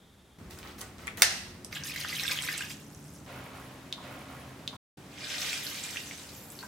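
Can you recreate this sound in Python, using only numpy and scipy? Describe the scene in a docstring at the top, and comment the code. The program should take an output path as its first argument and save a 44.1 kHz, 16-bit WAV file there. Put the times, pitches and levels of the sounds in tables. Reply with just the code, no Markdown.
"""A kitchen in five parts, each with its own background: first low noise, a faint twitter and hiss.
Scissors then crunch through tofu skin (swarms of tiny cracks and ticks) and snap shut (ringing steel).
Water is poured over the strips in a steel bowl (rising sine bubbles over hiss), leaving froth.
A hand tosses the wet strips twice (squelch, squeak and air pops). After a moment of silence two hands
wring them out: water streams, spatters, fizzes and drips. Fan tones hum from the cutting onwards."""
import sys
import numpy as np
from scipy import signal
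from scipy.fft import rfft, irfft, next_fast_len
from scipy.io import wavfile

SR = 44100
rng = np.random.default_rng(int(sys.argv[2]) if len(sys.argv) > 2 else 0)


def unload_wav(signal):
    """Save mono or channel-first audio to the path in sys.argv[1] as 16-bit WAV at rate SR, clipped to [-1, 1]."""
    wavfile.write(
        sys.argv[1],
        SR,
        np.round(np.clip(np.atleast_2d(signal).T, -1, 1) * 32767).astype(np.int16),
    )


N = 294147
TIME = np.arange(N) / SR

# background of each part: (start [s], end [s], rumble level [dB], hiss level [dB], low cut [Hz])
PARTS = [(0, 0.385, -59.5, -64, 18), (0.384, 1.717, -50, -55, 46), (1.71, 3.26, -51, -56, 85),
         (3.26, 4.766, -51.5, -52, 75), (4.972, 6.68, -53.5, -53, 86)]
# the blades slam shut, and a close reflection follows about 9 ms later: (time [s], strength [dB])
SNAP_AND_REFLECTION = [(1.2207, 2.5), (1.2297, -10)]


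def cutting():
    """Tofu skin cracks at each bite of the blades, which tick as they rub; one more tick follows the snap."""
    # the blades bite into the sheets: (start [s], length [s], level [dB], treble relative to it [dB])
    bites = [(.505, .018, -56.5, 2.5), (.575, .02, -54, -5), (.636, .06, -50.5, -9), (.783, .016, -53, 2.5),
             (.808, 0.01, -48.5, -7.5), (.99, .07, -54, -7), (1.07, 0.0077, -48.5, -12.5),
             (1.176, .042, -45, -1)]
    # colour of the crunch: (frequency [Hz], relative level per Hz [dB])
    shear_colour = [(240, -38.5), (400, 0), (852, -4.5), (1270, -0.5), (1580, -6), (1930, -4), (3580, -13),
                    (12100, -31), (16000, -25.5)]
    # ticks of the blades, the last one well after the snap: (time [s], peak [dB], centre [Hz], width [octaves])
    tick_table = [(0.5094, -32.5, 7000, 2.1), (0.588, -31, 7030, 1.2), (0.63, -33, 2510, 1.6),
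                  (0.6744, -35.5, 2390, 1.9), (0.8096, -27.5, 6200, 2.1), (.814, -21, 7560, 1.5),
                  (.983, -38, 3950, 2.3), (1.0718, -28.5, 2200, 0.48), (1.071, -28, 7000, 1.4),
                  (1.0785, -18.5, 2117, 0.56), (1.08, -32, 6500, 1.5), (1.173, -27, 6880, 2.6),
                  (1.185, -30, 7000, 2.7), (1.647, -22.5, 6760, 1.1)]
    span = (PARTS[1][0], SNAP_AND_REFLECTION[0][0])
    body, treble = strokes(bites, attack_s=0.0053, release_db_per_s=172.5)
    crunch = swarm(span, body, treble, shear_colour, count=1400, cycles=11, rise=0,
                   spread_db=0.5, pan_db=4.0, hiss_db=-2)
    ticks = np.zeros((2, N))
    age = np.arange(600) / SR
    for s, db, hz, octaves in tick_table:
        # one click and a short burst of noise
        noise = rng.standard_normal((2, len(age))) * from_db(-60 * age / 0.0078)
        slip = (age == 0) + 0.46 * noise
        half_width = 2 ** (octaves / 2)
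        crack = band(slip, [hz / half_width, hz * half_width], "band")
        add(ticks, s, from_db(db) * crack / np.abs(crack).max())
    return kitchen(crunch + ticks, wet_db=-12, early_db=-6.0)


def snap():
    """The closing blades hit their stop: a crack and a brief ring up close, then the room answers."""
    # ringing tones of the scissors: (frequency [Hz], level [dB], time to fall 60 dB [s])
    scissors_modes = [(820, -40, .04), (1430, -23, 0.039), (1963, -16, 0.013), (2170, -14, 0.028),
                      (2700, -20.5, 0.014), (3560, -19, 0.046), (4300, -11.5, 0.0041), (4640, -9.5, 0.012),
                      (5810, -7, 0.0085), (7300, -12, .006), (8830, -5.5, 0.0058), (14360, -13.5, 0.0053)]
    # the snap as it spreads into the room: (frequency [Hz], relative level per Hz [dB])
    snap_colour = [(150, -28.5), (350, -23), (452, -15.5), (754, -6), (990, -15), (1910, 0), (2350, -7.5),
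                   (2710, -3.5), (3080, -8.5), (5750, -3), (7670, -11.5), (9000, -7), (11600, -19),
                   (14100, -9), (16000, -35.5)]
    direct = np.zeros((2, N))
    blows = np.zeros((2, N))
    age = np.arange(int(.1 * SR)) / SR
    ring = 0
    for k, (hz, db, t60) in enumerate(scissors_modes):
        sign = (-1) ** k   # neighbouring tones start in opposite directions
        ring = ring + sign * from_db(db - 60 * age / t60) * np.sin(2 * np.pi * hz * age)
    for s, db in SNAP_AND_REFLECTION:
        crack = stereo_noise(-1, size=len(age)) * from_db(-7 - 60 * age / 0.0053)
        add(direct, s, from_db(db) * band(ring + crack, 890, "high"))
        add(blows, s, from_db([db]))
    spreading = coloured(blows, snap_colour)
    reflections = kitchen(spreading, wet_db=-2.5, early_db=0.0) - spreading
    return direct + from_db(15) * reflections


def pouring():
    """The stream drives air into the water: loud bubbles with surges of fizz, middling ones, and slaps."""
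    # flow of the pour: (time [s], level [dB])
    pour_flow = [(1.71, -66), (1.726, -43), (1.82, -53), (1.95, -43.5), (2.3, -42), (2.53, -41),
                 (2.65, -46), (2.74, -63), (2.83, -62)]
    # the loudest bubbles, low and high in pitch: (time [s], height [dB], pitch [Hz], ring [cycles])
    loud_table = [(1.7286, -21, 2070, 8.6), (1.7556, -31, 2740, 35), (1.8371, -19, 5770, 14),
                  (1.9606, -23, 2040, 28), (2.0125, -20, 4340, 16), (2.0489, -16.5, 1500, 9.4),
                  (2.1276, -26, 1980, 39), (2.197, -18.5, 3870, 23), (2.2356, -22.5, 5570, 51),
                  (2.2795, -18, 3500, 40), (2.3112, -27, 2160, 36), (2.3885, -14, 3060, 18),
                  (2.423, -21, 8050, 37), (2.4871, -19, 1950, 39), (2.5795, -17.5, 7700, 23),
                  (2.6079, -27, 1590, 56), (2.622, -23, 2840, 33)]
    # the stream slaps onto a floating strip: (start [s], length [s], level [dB], treble relative to it [dB])
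    slaps = [(1.75, .015, -43, -4.5), (1.839, 0.057, -50, 7), (2.697, 0.011, -48, 3.5)]
    # colour of the fizz: (frequency [Hz], relative level per Hz [dB])
    pour_colour = [(290, -39), (500, -13), (893, -18), (1180, -8), (1360, -9), (1900, -3.5), (2260, -2.5),
                   (2980, -3.5), (4800, -10), (8090, -17), (10100, -21.5), (14500, -20), (16000, -28)]
    span, flow = flow_curve(pour_flow)
    s, db, hz, cycles = np.transpose(loud_table)
    gulps = from_db(1.67 * drift(34.88))   # the stream gulps unevenly
    # each of the loudest bubbles comes with a surge of fizz
    body = flow * surges(s, db=4, decay_s=0.011) * gulps
    treble = body * from_db(-4 + 2.5 * drift(70))   # the treble flickers
    slap_body, slap_treble = strokes(slaps, attack_s=0.0044, release_db_per_s=352)
    fizz = swarm(span, np.maximum(body, slap_body), np.maximum(treble, slap_treble), pour_colour,
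                 count=3400, cycles=34, rise=0.13, spread_db=4.0, pan_db=2.0, hiss_db=-9.5)
    loud = bubbles(s, from_db(db), hz, cycles, rise=0.089, pan_db=6.0, swell_cycles=0.58)
    # bubbles of middling pitch, born at random
    middling = scattered(span, (1555, 4200), count=36, cycles=64, spread_db=2)
    middling = flow * from_db(10.5) * middling
    return kitchen(fizz + loud + middling + froth(), wet_db=-14.5, early_db=-6.0)


def froth():
    """The froth left by the pour crackles and hisses for a moment and fades."""
    span = (2.6, 3.26)   # s
    gain = from_db(-61) * swell(span[0], 0.54, .05, 48)
    hiss = rms_one(band(stereo_noise(3), [4500, 14000], "band")) * during(*span)
    bursts = crackle(span, (5200, 14000), count=700, cycles=15, spread_db=8)
    return gain * (bursts + from_db(-5) * hiss)


def tossing():
    """Wet strips slide, squelch and squeak, then pockets of air pop; the same toss comes twice."""
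    # the hand presses, then grips: (start [s], length [s], level [dB], treble relative to it [dB])
    squeezes = [(3.29, 0.1, -48.5, -18), (3.55, 0.017, -50, -16)]
    # colour of the squelch: (frequency [Hz], relative level per Hz [dB])
    toss_colour = [(300, -3.5), (430, -7.5), (560, 3.5), (780, -2), (1050, -1.5), (1600, -6), (2200, -6),
                   (3700, -12), (5000, -16.5), (14000, -25)]
    # pockets of air escaping: (time [s], height before filtering [dB], pitch [Hz], ring [cycles])
    pop_table = [(3.9264, -13, 3630, 13.8), (3.9328, -23.5, 3490, 11), (3.979, -37, 1050, 18),
                 (3.986, -34, 960, 15), (3.994, -38, 1010, 13), (4.005, -38, 890, 14)]
    span, again_s = (3.26, 3.97), .7507
    body, treble = strokes(squeezes, attack_s=0.044, release_db_per_s=37)
    squelch = swarm(span, body, treble, toss_colour, count=1300, cycles=12, rise=0.057,
                    spread_db=5.0, pan_db=1.0, hiss_db=3.5)
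    # wet strips part from each other with tiny smacks
    smacks = crackle(span, (9000, 15500), count=160, cycles=14, spread_db=6)
    smacks = body * from_db(-16.5) * smacks
    # air whistles out between the fingers, at a wavering level
    whistle = rms_one(band(stereo_noise(-6), (10600, 11400), "band"))
    squeak = from_db(-67 + 3.4 * drift(90)) * swell(3.62, 0.044, .01, 300) * whistle
    pops = 0
    for s, db, hz, cycles in pop_table:
        pop = bubbles(np.array([s]), from_db([db]), np.array([hz]), cycles, rise=.02, swell_cycles=0.14)
        # a small pocket radiates little bass
        pops = pops + band(band(pop, 0.59 * hz, "high"), 0.61 * hz, "high")
    toss = kitchen(squelch + smacks + squeak + pops, wet_db=-13.5, early_db=-7.0)
    return toss + delayed(toss, again_s)


def wringing():
    """Thin jets spatter on steel and wet strips, brighter as they thin out; single drops fall as well."""
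    # flow of the wrung-out water: (time [s], level [dB])
    wring_flow = [(4.972, -78), (5.09, -62), (5.23, -44.5), (5.33, -40.5), (5.53, -39), (5.6, -43.5),
                  (5.95, -47.5), (6.2, -55.5), (6.5, -66), (6.67, -62.5)]
    # drops falling from the hands: (time [s], height [dB], pitch [Hz])
    drop_table = [(5.4178, -19.5, 5700), (5.53, -20.5, 2626), (5.667, -23.5, 4200), (5.8388, -20, 7300),
                  (5.9597, -27.5, 1882), (5.9704, -20.5, 2690), (6.111, -27.5, 2190), (6.2918, -37, 3977),
                  (6.351, -34.5, 6900), (6.5026, -30, 7760), (6.5206, -30, 11210), (6.59, -29, 4270),
                  (6.6084, -34, 4300), (6.6288, -33.5, 1510), (6.635, -33, 980)]
    # colour of the spatter: (frequency [Hz], relative level per Hz [dB])
    wring_colour = [(400, -16), (600, -9.5), (900, -14.5), (1250, -9.5), (1900, -4.5), (2700, -3),
                    (3700, -4.5), (5500, -6), (7500, -7), (10000, -13.5), (16000, -19)]
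    thinning_from_s, thinning_db_per_s = 5.19, 11.5
    span, flow = flow_curve(wring_flow)
    treble = from_db(-11.5 + thinning_db_per_s * np.maximum(TIME - thinning_from_s, 0))
    s, db, hz = np.transpose(drop_table)
    body = flow * surges(s, db=1.5, decay_s=0.017)   # each drop throws up some more spatter
    spatter = swarm(span, body, body * treble, wring_colour, count=5400, cycles=23, rise=0.11,
                    spread_db=3.0, pan_db=5.5, hiss_db=-6.5)
    drops = bubbles(s, from_db(db), hz, cycles=24.5, rise=0.12, pan_db=2.0, swell_cycles=0.27)
    return kitchen(spatter + foam(span, count=1300) + drops, wet_db=-13.5, early_db=-2.5)


def foam(span, count):
    """Tiny bubbles burst with very high, long rings, patch by patch."""
    # patches of foam on the wrung-out water: (start [s], length [s], level [dB])
    foam_patches = [(5.41, 0.029, -50), (5.65, 0.013, -47), (6.347, 0.2, -57)]
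    start, end = span
    patches = [from_db(db) * swell(s, length, attack_s=0.042, release_db_per_s=94)
               for s, length, db in foam_patches]
    gain = np.max(patches, axis=0)
    when, pitch, luck = rng.random((count, 3)).T
    hz = 10500 + 5000 * pitch
    fizz = bubbles(start + when * (end - start), from_db(15 * luck), hz, cycles=150, rise=.02, pan_db=9)
    return rms_one(fizz) * np.sqrt(during(start, end).mean()) * gain


def twitter():
    """A faint, fluttering narrow band of noise in the first part."""
    tone = rms_one(band(rng.standard_normal(N), [3200, 3750], "band"))
    return tone * during(*PARTS[0][:2]) * from_db(-70.5 + 2 * drift(84))


def background():
    """Fan rumble, wavering fan tones and hiss, different in each part, over the microphones' own hiss."""
    # colour of the rumble: (frequency [Hz], relative level per Hz [dB])
    rumble_colour = [(20, -13.5), (40, 1), (70, 9.5), (135, 4), (195, 6.5), (240, 2), (310, -1), (400, -6),
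                     (600, -14.5), (800, -20), (1300, -74.5)]
    # colour of the hiss: (frequency [Hz], relative level per Hz [dB])
    hiss_colour = [(250, 1), (500, 0), (1000, -3.5), (2000, -8.5), (4000, -15), (9000, -20), (16000, -26.5)]
    # fan tones: (start [s], end [s], middle pitch [Hz], middle level [dB])
    fan_tones = [(0.39, 1.709, 361.3, -61), (1.736, 3.254, 147, -55), (1.71, 3.25, 285.8, -60),
                 (3.26, 4.758, 132.5, -55), (3.258, 4.759, 264.4, -58), (4.965, 6.68, 142.4, -61.5),
                 (4.985, 6.68, 287.7, -61)]
    rumble = coloured(stereo_noise(-.5), rumble_colour)
    hiss = rms_one(coloured(stereo_noise(-2.5), hiss_colour))
    out = from_db(-70.5) * rms_one(band(stereo_noise(-14.5), 11000, "low"))   # microphone hiss
    for start, end, rumble_db, hiss_db, cut_hz in PARTS:
        part_rumble = from_db(rumble_db) * rms_one(band(rumble, cut_hz, "high"))
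        out = out + during(start, end) * (part_rumble + from_db(hiss_db) * hiss)
    for start, end, hz, db in fan_tones:
        phase = 2 * np.pi * np.cumsum(hz * (1 + 0.01205 * drift(16))) / SR
        level = from_db(db + 1.9 * drift(14))
        out = out + during(start, end) * level * np.sqrt(2) * np.sin(phase)
    return out


def kitchen(x, wet_db, early_db):
    """Close reflections from bowl and worktop, then a diffuse tail that fades at its own rate in each band."""
    # the kitchen's ring: (frequency [Hz], time to fall 60 dB [s])
    room_t60 = [(200, 0.26), (800, 0.67), (2000, 0.58), (5500, 0.69), (9000, 0.3), (15000, 0.78)]
    count = int(.7 * SR)
    age = np.arange(count) / SR
    edges = np.geomspace(150, 19000, 8)
    tail = 0
    for low, high in zip(edges, edges[1:]):
        noise = band(stereo_noise(0, size=count), [low, high], "band")
        tail = tail + noise * from_db(-60 * age / at_hz(room_t60, np.sqrt(low * high)))
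    tail = tail + 2 * band(tail, 9000, "low")
    tail = tail * np.clip(age / 0.012, 0, 1) * (age > .004)
    early = band(stereo_noise(0, size=count), [300, 13000], "band")
    early = early * from_db(-60 * age / 0.13) * (age > .0015)
    response = from_db(wet_db) * rms_one(tail) + from_db(early_db) * rms_one(early)
    return x + signal.fftconvolve(x, response / np.sqrt(count), axes=1)[:, :N]


def bubbles(s, size, hz, cycles, rise, pan_db=0, swell_cycles=0.61):
    """Each bubble is a sine that swells quickly, dies over some cycles and rises in pitch near the surface."""
    age = np.arange(1300) / SR
    turns = hz[:, None] * age
    # 1 when the ring has fallen by 60 dB
    spent = np.minimum(turns / np.reshape(cycles, (-1, 1)), 2)
    height = size[:, None] * (1 - np.exp(-(turns / swell_cycles) ** 2)) * from_db(-60 * spent)
    waves = height * np.sin(2 * np.pi * turns * (1 + rise * spent / 2))
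    where = np.round((s[:, None] + age) * SR).astype(int).ravel()
    pan = pan_db * rng.standard_normal((len(s), 1))
    sides = [np.bincount(where, (waves * from_db(way * pan / 2)).ravel(), N)[:N] for way in (1, -1)]
    return np.array(sides)


def swarm(span, body_gain, treble_gain, colour, count, cycles, rise, spread_db, pan_db, hiss_db):
    """Many small bubbles or cracks over a fine hiss, with one envelope for the body and one for the treble."""
    start, end = span
    when, pitch, luck, sign = rng.random((count, 4)).T
    # spread evenly in the square root of the pitch, 400 to 15500 Hz
    hz = (np.sqrt(400) + pitch * (np.sqrt(15500) - np.sqrt(400))) ** 2
    size = from_db(spread_db * np.minimum(-np.log(luck), 3.5)) * np.sign(sign - .5)
    smallness = np.sqrt(hz / 3000)   # small bubbles ring for more cycles; the height evens out their energy
    live = during(start, end)
    times = start + when * (end - start)
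    grains = bubbles(times, size * smallness, hz, cycles * smallness, rise, pan_db)
    hiss = rms_one(stereo_noise(-5.1) * live)
    sound = coloured(rms_one(grains) + from_db(hiss_db) * hiss, colour)
    body = band(band(sound, 5500, "low"), 5500, "low")
    treble = band(band(sound, 5500, "high"), 5500, "high")
    mix = rms_one(body) * body_gain + rms_one(treble) * treble_gain
    return mix * np.sqrt(live.mean()) * live   # levels count over the span only


def scattered(span, hz_range, count, cycles, spread_db):
    """Single bubbles at random moments, spread evenly in log pitch, of height about 1."""
    when, pitch = rng.random((count, 2)).T
    low, high = hz_range
    size = from_db(spread_db * np.clip(rng.standard_normal(count), -2, 2))
    times = span[0] + when * (span[1] - span[0])
    return bubbles(times, size, low * (high / low) ** pitch, cycles, rise=.1, pan_db=0.5)


def crackle(span, hz_range, count, cycles, spread_db):
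    """Scattered tiny bursts, rms about 1 while they last."""
    bursts = scattered(span, hz_range, count=count, cycles=cycles, spread_db=spread_db)
    return rms_one(bursts) * np.sqrt(during(*span).mean())


def flow_curve(points):
    """Start and end of a flow, and its gain at every moment."""
    flow_s, flow_db = np.transpose(points)
    return (flow_s[0], flow_s[-1]), from_db(np.interp(TIME, flow_s, flow_db))


def swell(start, length, attack_s, release_db_per_s):
    """Attack up to the start, hold, then a steady fall in dB."""
    attack = np.clip((TIME - start) / attack_s + 1, 0, 1)
    return attack * from_db(-release_db_per_s * np.maximum(TIME - start - length, 0))


def strokes(rows, attack_s, release_db_per_s):
    """Gains of body and treble for a run of strokes that share one envelope."""
    body = treble = 0
    for start, length, db, treble_db in rows:
        gain = from_db(db) * swell(start, length, attack_s, release_db_per_s)
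        body = np.maximum(body, gain)
        treble = np.maximum(treble, gain * from_db(treble_db))
    return body, treble


def surges(times, db, decay_s):
    """A gain that rises quickly by db at each of the times and relaxes back to 1."""
    release = 20 / np.log(10) / decay_s   # dB per second
    return from_db(db * np.max([swell(t, 0, 0.0027, release) for t in times], axis=0))


def from_db(db):
    """Decibels to gain."""
    return 10 ** (np.asarray(db) / 20)


def rms_one(x):
    """Scale to rms 1."""
    return x / np.sqrt(np.mean(x ** 2) + 1e-20)


def at_hz(points, hz):
    """Read a table on a log-frequency axis."""
    f, value = np.transpose(points)
    return np.interp(np.log(np.maximum(hz, 1)), np.log(f), value)


def during(start, end):
    """1 between two moments, with 2 ms fades just inside them."""
    return np.clip(np.minimum(TIME - start, end - TIME) / .002, 0, 1)


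def coloured(x, spectrum):
    """Give a sound a smooth spectrum that falls away below its first point."""
    size = next_fast_len(N + 4096)
    hz = np.fft.rfftfreq(size, 1 / SR)
    gain = from_db(at_hz(spectrum, hz)) * np.minimum(hz / spectrum[0][0], 1) ** 2
    return irfft(rfft(x, size) * gain, size)[..., :N]


def band(x, hz, kind):
    """Butterworth filter, second order at each edge."""
    sos = signal.butter(2, np.minimum(hz, .45 * SR), kind, fs=SR, output="sos")
    return signal.sosfilt(sos, x + 1e-18)


def drift(rate):
    """Random wandering of rms 1, with rate new values a second joined by straight lines."""
    knots = rng.standard_normal(4000)
    return rms_one(np.interp(TIME * rate, np.arange(len(knots)), knots))


def stereo_noise(side_db, size=N):
    """Noise at two close microphones: they hear the bass nearly alike and the treble differently."""
    mid, side = rng.standard_normal((2, size))
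    high_pass = signal.butter(1, 1200, "high", fs=SR)
    side = 0.06 * side + 0.85 * signal.lfilter(*high_pass, side)
    return mid + from_db(side_db) * side * [[1], [-1]]


def add(out, s, sound):
    """Mix a short sound in at time s."""
    at = max(round(s * SR), 0)
    out[..., at:at + sound.shape[-1]] += sound[..., :max(N - at, 0)]


def delayed(x, s):
    """The same sound, s seconds later."""
    return np.pad(x, [(0, 0), (round(s * SR), 0)])[:, :N]


def scene():
    """All sources, silent between the last two parts."""
    heard = 1 - during(PARTS[-2][1], PARTS[-1][0])
    work = cutting() + snap() + pouring() + tossing() + wringing()
    right_db = 0.7   # the work lies a little to the right of the microphones
    placed = work * from_db([[-right_db / 2], [right_db / 2]])
    return heard * (placed + twitter() + background())


def record(dry):
    """Clip any peak beyond full scale, then cut the top above 16 kHz."""
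    low_pass = signal.ellip(10, .2, 90, 16000, fs=SR, output="sos")
    return signal.sosfilt(low_pass, np.clip(dry, -1, 1))


dry = scene()
out = record(dry)
unload_wav(out)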